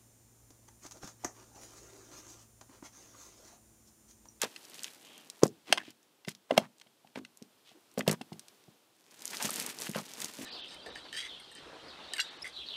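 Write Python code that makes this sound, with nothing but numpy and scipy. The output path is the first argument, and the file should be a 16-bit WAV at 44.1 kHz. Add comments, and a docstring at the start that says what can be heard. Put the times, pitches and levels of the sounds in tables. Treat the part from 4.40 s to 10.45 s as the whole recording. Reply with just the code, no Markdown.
"""Hard knocks, clacks and scrapes right at the microphone, then plastic that crinkles and snaps.
A hand-held camera is bumped and set down on a desk: blows swing its case and ring the hollow desk, edges chatter.
Then a cardboard box is pulled out of clear wrap: noise bursts make the snaps, random impulses the sliding.
A small, quiet room answers faintly with decaying noise, over a soft hush."""
import sys
import numpy as np
from scipy import signal
from scipy.fft import rfft, irfft, next_fast_len
from scipy.io import wavfile
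from scipy.ndimage import map_coordinates

SR = 44100
rng = np.random.default_rng(int(sys.argv[2]) if len(sys.argv) > 2 else 0)


def wav_out(sig):
    """Save sig, one row per channel (or a flat mono array), as 16-bit PCM at SR to the path in sys.argv[1]."""
    wavfile.write(sys.argv[1], SR, np.round(np.clip(np.atleast_2d(sig).T, -1, 1) * 32767).astype(np.int16))


N = 266805
AGE = np.arange(SR // 4) / SR  # time since a contact [s]

# Blows on case and desk, before the trims in knocks(): (time [s], low thump level [dB], thump pitch [Hz],
# knock level [dB], knock pitch [Hz], loss per rock [dB])
BLOWS = [(0.037, -35.5, 234, -24.5, 473, 13), (1.034, -12.5, 172, -3, 388, 28),
         (1.058, -20, 218.6, -30.5, 642, 15), (1.303, -33.5, 248, -50, 450, 18),
         (1.328, -28, 319, -14.5, 680, 38), (1.376, -39.5, 307, -40, 726, 2),
         (1.481, -37.5, 285, -50, 520, 13), (1.878, -23.5, 178, -37.5, 609, 22),
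         (2.109, -35.5, 248, -15, 622, 26), (2.122, -19.5, 280, -23, 520, 9),
         (2.179, -14, 216, -9, 643, 19), (2.217, -31, 174.4, -38, 720, 9),
         (2.465, -59.5, 221, -54.5, 684, 15.5), (2.648, -55.5, 209, -51, 750, 6.5),
         (2.759, -36.5, 236, -33.5, 614, 17), (2.775, -29, 261.5, -39.5, 475, 5),
         (3.02, -36.5, 228, -55.5, 460, 19), (3.316, -61, 232, -55, 694, 13),
         (3.578, -21.5, 220, -21.5, 510, 22), (3.594, -21.5, 226, -26, 570, 7),
         (3.679, -11, 182, -14, 494, 4.5), (3.812, -29.5, 249, -36, 750, 23),
         (3.921, -29, 186, -39.5, 750, 7), (4.282, -40, 145, -58, 710, 19),
         (5.047, -22.5, 218, -39, 875, 8.5), (5.092, -45.5, 220, -31.5, 1235, 20),
         (5.493, -23, 196, -61, 430, 13), (5.56, -23.5, 199, -25, 537, 4.5),
         (5.991, -31.5, 260, -41, 566, 1.5)]


def amp(db):
    """Decibels to gain."""
    return 10 ** (np.asarray(db) / 20)


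def unit(x):
    """Scale to rms 1."""
    return x / np.sqrt(np.mean(x ** 2) + 1e-20)


def sized(x, db):
    """Give a hit the energy of one millisecond at this rms level."""
    return x * amp(db) * np.sqrt(SR / 1000 / (np.sum(x ** 2) + 1e-20))


def along(points, hz):
    """Read (Hz, value) points on a log frequency axis."""
    f, v = np.transpose(points)
    return np.interp(np.log(hz + 1), np.log(f + 1), v)


def curves(rows):
    """One level per sample for each column; -120 dB, practically silent, outside the rows."""
    s, *cols = np.transpose(rows)
    return [np.interp(np.arange(N) / SR, s, c, left=-120, right=-120) for c in cols]


def wobble(rate):
    """A smooth random curve with rate knots a second."""
    knots = rng.standard_normal(int(N * rate / SR) + 4)
    return map_coordinates(knots, [np.arange(N) * rate / SR])


def fade(t60):
    """Exponential decay after a contact, falling 60 dB in t60 seconds."""
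    return amp(-60 * AGE / t60)


def filtered(x, response):
    """x times a response given as a function of frequency."""
    m = next_fast_len(len(x) + 8192)
    return irfft(rfft(x, m) * response(np.fft.rfftfreq(m, 1 / SR)), m)[:len(x)]


def resonance(f, hz, width):
    """A causal band-pass with peak gain 1."""
    return 1j * f * width / (hz * hz - f * f + 1j * f * width)


def add(track, s, x):
    """Mix x into the track from time s."""
    start = min(max(round(s * SR), 0), N)
    track[start:start + len(x)] += x[:N - start]


def grains(count, rate, spread_db):
    """Random impulses, rate a second: many small ones and a few large, scaled to rms 1."""
    size = amp(spread_db * np.minimum(rng.exponential(size=count), 4))
    struck = rng.random(count) < rate / SR
    return unit(struck * size * rng.choice([-1, 1], count))


def push(hz, rise):
    """A few swings that build up and die away, quicker for a shorter rise [s]."""
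    return (AGE / rise) ** 3 * np.exp(-AGE / rise) * np.sin(2 * np.pi * hz * AGE)


def rocking():
    """Four contacts per blow: the first, then ever softer ones with weaker knocks as the object rocks to rest."""
    rock_s, rock_dull_db = .019, 7  # time between contacts [s]; extra loss of the later knocks [dB]
    contacts = []
    for s, thump_db, thump_hz, knock_db, knock_hz, loss_db in BLOWS:
        for k in range(4):
            dull_db = rock_dull_db * (k > 0)
            contacts.append((s + k * rock_s, thump_db - k * loss_db, thump_hz,
                             knock_db - k * loss_db - dull_db, knock_hz))
    return contacts


def knocks():
    """Each contact swings the case for a few cycles, thumps the desk and leaves its hollow ringing."""
    # Modes of the hollow desk and box, before random scatter: (pitch [Hz], relative level [dB], t60 [s])
    desk_modes = [(138, -0.5, 0.14), (168, -4.5, 0.064), (196, -5, 0.3), (236, 2.5, 0.26),
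                  (305, -9.5, 0.18), (430, -8.5, 0.16)]
    panel_db, panel_db_per_oct = -9.5, 7.5  # rattle against a 600 Hz knock; higher knocks rattle it more
    out = np.zeros(N)
    for s, thump_db, thump_hz, knock_db, knock_hz in rocking():
        # the swings start a little early, since they take time to build up
        add(out, s - .0022, sized(push(knock_hz, rise=0.00079), knock_db))
        add(out, s - .004, sized(push(thump_hz, rise=.0021), thump_db - 2.5))

        # the touching faces rattle against two broad panel resonances, filling in the middle of the knock
        rattle = grains(len(AGE), rate=3400, spread_db=4.0) * fade(0.022)
        high_panel = filtered(rattle, lambda f: resonance(f, 690, 520) ** 2)
        low_panel = filtered(rattle, lambda f: resonance(f, 370, 150) ** 2)
        high_panel_db = knock_db + panel_db + panel_db_per_oct * np.log2(knock_hz / 600)
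        add(out, s, sized(high_panel, high_panel_db))
        add(out, s - .002, sized(low_panel, thump_db - 10.0))

        ring = np.zeros(len(AGE))
        for hz, db, t60 in desk_modes:
            gain = amp(db + rng.normal(0, 3))
            detuned_hz = hz * (1 + .03 * rng.normal())
            ring += gain * fade(t60) * np.sin(2 * np.pi * detuned_hz * AGE)
        # a harder blow presses on the desk and damps it, so the ring grows half as fast in dB
        add(out, s, sized(ring, 0.5 * thump_db - 28.5))
    return out


def case(f, direct):
    """The modes of the plastic case over a share of unringing sound."""
    # Case modes: (pitch [Hz], width [Hz], level [dB])
    case_modes = [(940, 400, 6.5), (1530, 200, -3.5), (1780, 270, -9), (2022, 91, 0), (2560, 150, -12),
                  (2710, 200, -5), (3150, 120, -8), (4210, 160, -9), (4990, 180, -7), (5500, 63, -15.5),
                  (6200, 95, -14.5), (6430, 120, -17.5), (8150, 500, -8.5), (9840, 220, -13)]
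    return direct + sum(amp(db) * resonance(f, hz, width) for hz, width, db in case_modes)


def clacks():
    """A hard edge chatters for a few milliseconds and rings the case."""
    # Hard edges meeting: (time [s], level [dB], brightness [Hz])
    edge_hits = [(0.0155, -27, 4770), (0.161, -35, 3950), (1.325, -7.5, 4276), (1.3746, -24, 2630),
                 (1.3796, -23, 2680), (1.8478, -42, 3180), (1.8825, -28, 3570), (2.109, -24.5, 2551),
                 (2.1769, -11.5, 3175), (2.4133, -43, 3780), (2.469, -54, 3200), (2.672, -52.5, 3420),
                 (2.757, -35, 2870), (2.8487, -38.5, 3730), (3.5758, -36.5, 2800), (3.6071, -25, 2390),
                 (3.6774, -20, 4350), (3.694, -25, 3885), (3.813, -35, 4030), (3.9284, -42.5, 4750),
                 (5.4684, -32, 2800), (5.5473, -29.5, 2050), (5.5573, -32.5, 2170)]
    out = np.zeros(N)
    for s, db, hz in edge_hits:
        build_up = 1.1 - fade(0.017)
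        decay = fade(0.013) + amp(-31.5) * fade(0.053)
        chatter = grains(len(AGE), rate=20000, spread_db=5.0) * build_up * decay
        clack = filtered(chatter, lambda f: case(f, direct=0.053) * resonance(f, hz, 1.5 * hz) ** 2)
        add(out, s, sized(clack, db))
    return out


def scrapes():
    """Dragging surfaces catch and slip; the ring of the case colours the slips."""
    # Strokes: (time [s], length [s], level before the stroke's swell [dB], brightness [Hz],
    # width [share of the brightness])
    strokes = [(0.017, 0.035, -31, 1940, 1.9), (0.606, 0.25, -59.5, 3120, 0.16),
               (1.016, 0.053, -39, 377, 0.77), (1.256, 0.11, -52, 2780, 0.76),
               (1.265, 0.14, -50, 296.7, 0.8), (1.378, .05, -50.5, 1780, 0.33), (1.413, .11, -57, 2860, .6),
               (1.868, 0.059, -51, 4000, 1.13), (2.091, 0.084, -50.5, 917, 0.98),
               (2.165, .018, -34.5, 606, 0.61), (2.18, 0.092, -52.5, 890, 0.96),
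               (2.75, 0.046, -50, 1450, 0.87), (3.246, 0.091, -60.5, 3250, 0.55),
               (3.344, 0.058, -60.5, 337, 0.096), (3.572, .045, -49, 1500, 1.1),
               (3.662, 0.093, -40.5, 930, 1.1), (4.918, 0.041, -43, 1700, 1.22),
               (4.995, 0.039, -40, 1090, 1.3), (5.04, 0.025, -35, 3600, 2.3), (5.547, .06, -41, 1080, 0.73)]
    out = np.zeros(N)
    for s, length, db, hz, width in strokes:
        slips = grains(len(AGE), rate=7000, spread_db=5.5)
        rasp = filtered(slips, lambda f: case(f, direct=3.9) * resonance(f, hz, width * hz)
                        * resonance(f, 1500, 10000))
        swell = np.abs(np.sin(np.pi * np.minimum(AGE / length, 1))) ** 0.59
        add(out, s, amp(db) * unit(rasp) * swell)
    return out


def snaps():
    """A crease flips over in about a millisecond and the plastic around it shivers."""
    # Single snaps and ticks of plastic, loud and faint: (time [s], level [dB], brightness [Hz])
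    single_snaps = [(0.018, -19.5, 8065), (0.252, -44, 6160), (0.3437, -42.5, 6700), (0.3932, -37.5, 4100),
                    (0.434, -30, 7400), (0.444, -27.5, 4560), (0.7793, -43.5, 8200), (0.9006, -33, 5244),
                    (1.0349, -16, 6170), (1.0672, -36, 7500), (1.079, -40, 5970), (1.8917, -34, 6515),
                    (1.9503, -43.5, 4235), (2.1781, -24, 7493), (2.3992, -49.5, 4680),
                    (2.9731, -45.5, 8100), (3.0247, -44, 4900), (3.5148, -54, 5110), (3.5824, -34, 6380),
                    (3.5922, -28.5, 7140), (3.6783, -22, 6910), (3.6864, -27.5, 7470),
                    (3.7131, -21.5, 7445), (3.7287, -29.5, 8810), (3.9948, -36.5, 5232),
                    (4.0832, -43.5, 4630), (4.821, -38, 5440), (4.855, -26, 7760), (4.8783, -30.5, 5980),
                    (4.97, -30, 5700), (5.0262, -24.5, 7280), (5.106, -25, 8470), (5.141, -29, 7190),
                    (5.1595, -26.5, 7400), (5.1994, -24, 6690), (5.264, -26.5, 6560), (5.3877, -33, 6460),
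                    (5.4202, -29, 6780), (5.5143, -35, 8290), (5.7365, -36, 6620), (5.803, -30.5, 7700),
                    (5.8177, -29, 8334), (5.8452, -25, 6440)]
    out = np.zeros(N)
    for s, db, hz in single_snaps + random_snaps():
        shiver = amp(-11.5) * fade(0.012) + amp(-23.0) * fade(0.051)
        flip = rng.standard_normal(len(AGE)) * (fade(0.0014) + shiver)
        add(out, s, sized(filtered(flip, lambda f: resonance(f, hz, 1.15 * hz) ** 2), db))
    return out


def random_snaps():
    """Creases give way at random: as the film moves, just after a blow, and now and then by themselves."""
    crease_hz, spread_oct, scatter_db = 5950, 0.56, 4.5  # brightness [Hz], its spread, spread of strength
    give_db = 5.5  # a crease giving way, over the crinkle of the moving film
    jolt_db, jolt_s = -28, 0.019  # shaken loose by a blow: level against its thump [dB], mean delay [s]
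    stray_s, stray_db = (1.4, 5.2), -56  # ticking by itself while held: (from, to) [s], level [dB]

    crinkle, _ = friction()
    moving = [(i / SR, 20 * np.log10(crinkle[i]) + give_db) for i in rng.integers(N, size=380)]
    jolted = [(s + jolt_s * wait, thump_db + jolt_db)
              for s, thump_db, *_ in BLOWS for wait in 2 * rng.random(size=2)]
    stray = [(s, stray_db) for s in rng.uniform(*stray_s, size=18)]
    return [(s, db + scatter_db * rng.normal(), crease_hz * 2 ** (spread_oct * rng.normal()))
            for s, db in moving + jolted + stray]


def sliding():
    """Sliding film crackles in clumps over a fine hiss; card and hands rub lower down."""
    # Colour of the film: (frequency [Hz], level [dB per Hz])
    wrap_colour = [(710, -45.5), (1200, -8), (1550, -2), (2190, -4), (2460, -5), (3110, -3.5), (3610, -4),
                   (6310, -4.5), (12400, -8), (15500, -12.5)]
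    # Colour of the rubbing card: (frequency [Hz], level [dB per Hz])
    card_colour = [(53, -60), (90, -11.5), (233, 3.5), (374, -1.5), (471, 0.5), (516, -6.5), (592, -2),
                   (701, -5), (923, -3.5), (1130, -5.5), (1840, -12.5), (2460, -6), (3500, -13.5),
                   (4550, -39), (7700, -120)]
    busy_db, sparser = -42.5, .55  # crinkle level of the densest creases; how fast they thin out below it

    crinkle, rubbing = friction()
    catching = wobble(55)  # film and card stick and let go together
    clumps = amp(2.4 * catching)

    # slow film crackles in fewer, more separate ticks
    density = np.clip(crinkle / amp(busy_db), .06, 1) ** sparser
    # creases of different sizes each crackle in their own register, in their own little bursts
    creases = np.zeros(N)
    for hz in (2000, 3300, 5260, 7560, 12200):
        bursts = amp(2 * wobble(30))
        ticks = bursts * grains(N, rate=380 * density, spread_db=3.0) / np.sqrt(density)
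        creases += filtered(ticks, lambda f: resonance(f, hz, 1.3 * hz))
    hiss = amp(-6) * grains(N, rate=20000, spread_db=4.0)
    crackle = unit(clumps * creases) + hiss
    film = unit(filtered(crackle, lambda f: amp(along(wrap_colour, f))))

    fibres = amp(0.64 * catching + 0.36 * wobble(33)) * grains(N, rate=4400, spread_db=6.0)
    # the card panel has a nasal ring
    card = unit(filtered(fibres, lambda f: amp(along(card_colour, f))
                         * (1 + 0.73 * resonance(f, 1850, 193.3))))
    return crinkle * film + rubbing * card


def friction():
    """Gain of the film's crinkle and of the rubbing; one pull drives both the wrap and the card."""
    # Hands shifting their grip: (time [s], crinkle level [dB], rubbing level [dB])
    hand_moves = [(.05, -57, -41), (.11, -61, -82), (.3, -59.5, -64.5), (.45, -51, -61.5), (.58, -62, -73),
                  (.72, -64, -61), (1.0, -64.5, -69.5), (1.1, -91.5, -92)]
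    # The wrap sliding off the box in several pulls: (time [s], crinkle level [dB])
    pull_moves = [(4.55, -77), (4.75, -59.5), (4.84, -55), (4.93, -46), (4.99, -46.5), (5.05, -35),
                  (5.085, -44), (5.2, -41), (5.29, -43.5), (5.36, -52.5), (5.425, -42.5), (5.52, -54),
                  (5.565, -44.5), (5.635, -55), (5.76, -51.5), (5.82, -42.5), (5.93, -53.5), (6.05, -45.5)]
    card_db = -5.5  # card rubbing inside the wrap, against the crinkle
    grip, palm = amp(curves(hand_moves))
    pull, = amp(curves(pull_moves))
    return grip + pull, palm + amp(card_db) * pull


def room(x):
    """The walls' answer: noise that starts 300 samples late and dies slowest in the bass."""
    # Decay of the small room: (frequency [Hz], t60 [s])
    room_decay = [(150, .35), (400, 0.15), (1500, 0.072), (5000, 0.13), (14000, 0.097)]
    hz, t, z = signal.stft(rng.standard_normal(SR // 2), SR, nperseg=256)
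    decay = amp(-60 * t / along(room_decay, hz)[:, None])
    tail = signal.istft(z * decay, SR, nperseg=256)[1]
    echo = np.pad(tail / np.linalg.norm(tail), (300, 0))
    return signal.fftconvolve(x, echo)[:N]


def hush():
    """Still room air and microphone hiss: coloured noise that slowly changes level."""
    # Colour of the still air: (frequency [Hz], level [dB per Hz])
    air_colour = [(40, -48.5), (95, -17.5), (190, -17.5), (320, -10.5), (480, -14.5), (660, -15.5),
                  (1100, -18.5), (2000, -23), (3200, -20), (6500, -25), (12000, -26.5), (15500, -26.5)]
    # Course of the hush: (time [s], level [dB])
    air_level = [(0, -58), (1.1, -65.5), (1.6, -68.5), (2.598, -68.5), (3.2, -66.5), (4.1, -63),
                 (4.602, -69), (6.05, -59)]
    level_db = np.interp(np.arange(N) / SR, *np.transpose(air_level))
    air = filtered(rng.standard_normal(N), lambda f: amp(along(air_colour, f)))
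    return amp(level_db) * unit(air)


def scene():
    """Contacts and plastic are nearly dry, with a faint send to the room, over the hush."""
    contacts = knocks() + clacks() + scrapes()
    plastic = snaps() + sliding()
    reflections = room(amp(-21) * contacts + amp(-23.5) * plastic)
    return (contacts + plastic + reflections + hush())[None]


def record(dry):
    """The camera cuts the deep bass, softens the top octave and keeps nothing above its band limit."""
    top_hz = 15600
    thin = signal.sosfilt(signal.butter(3, 105, "highpass", fs=SR, output="sos"), dry[0])
    soft = signal.sosfilt(signal.butter(1, 14000, fs=SR, output="sos"), thin)
    return filtered(soft, lambda f: f < top_hz)[None]


dry = scene()
out = record(dry)
wav_out(out)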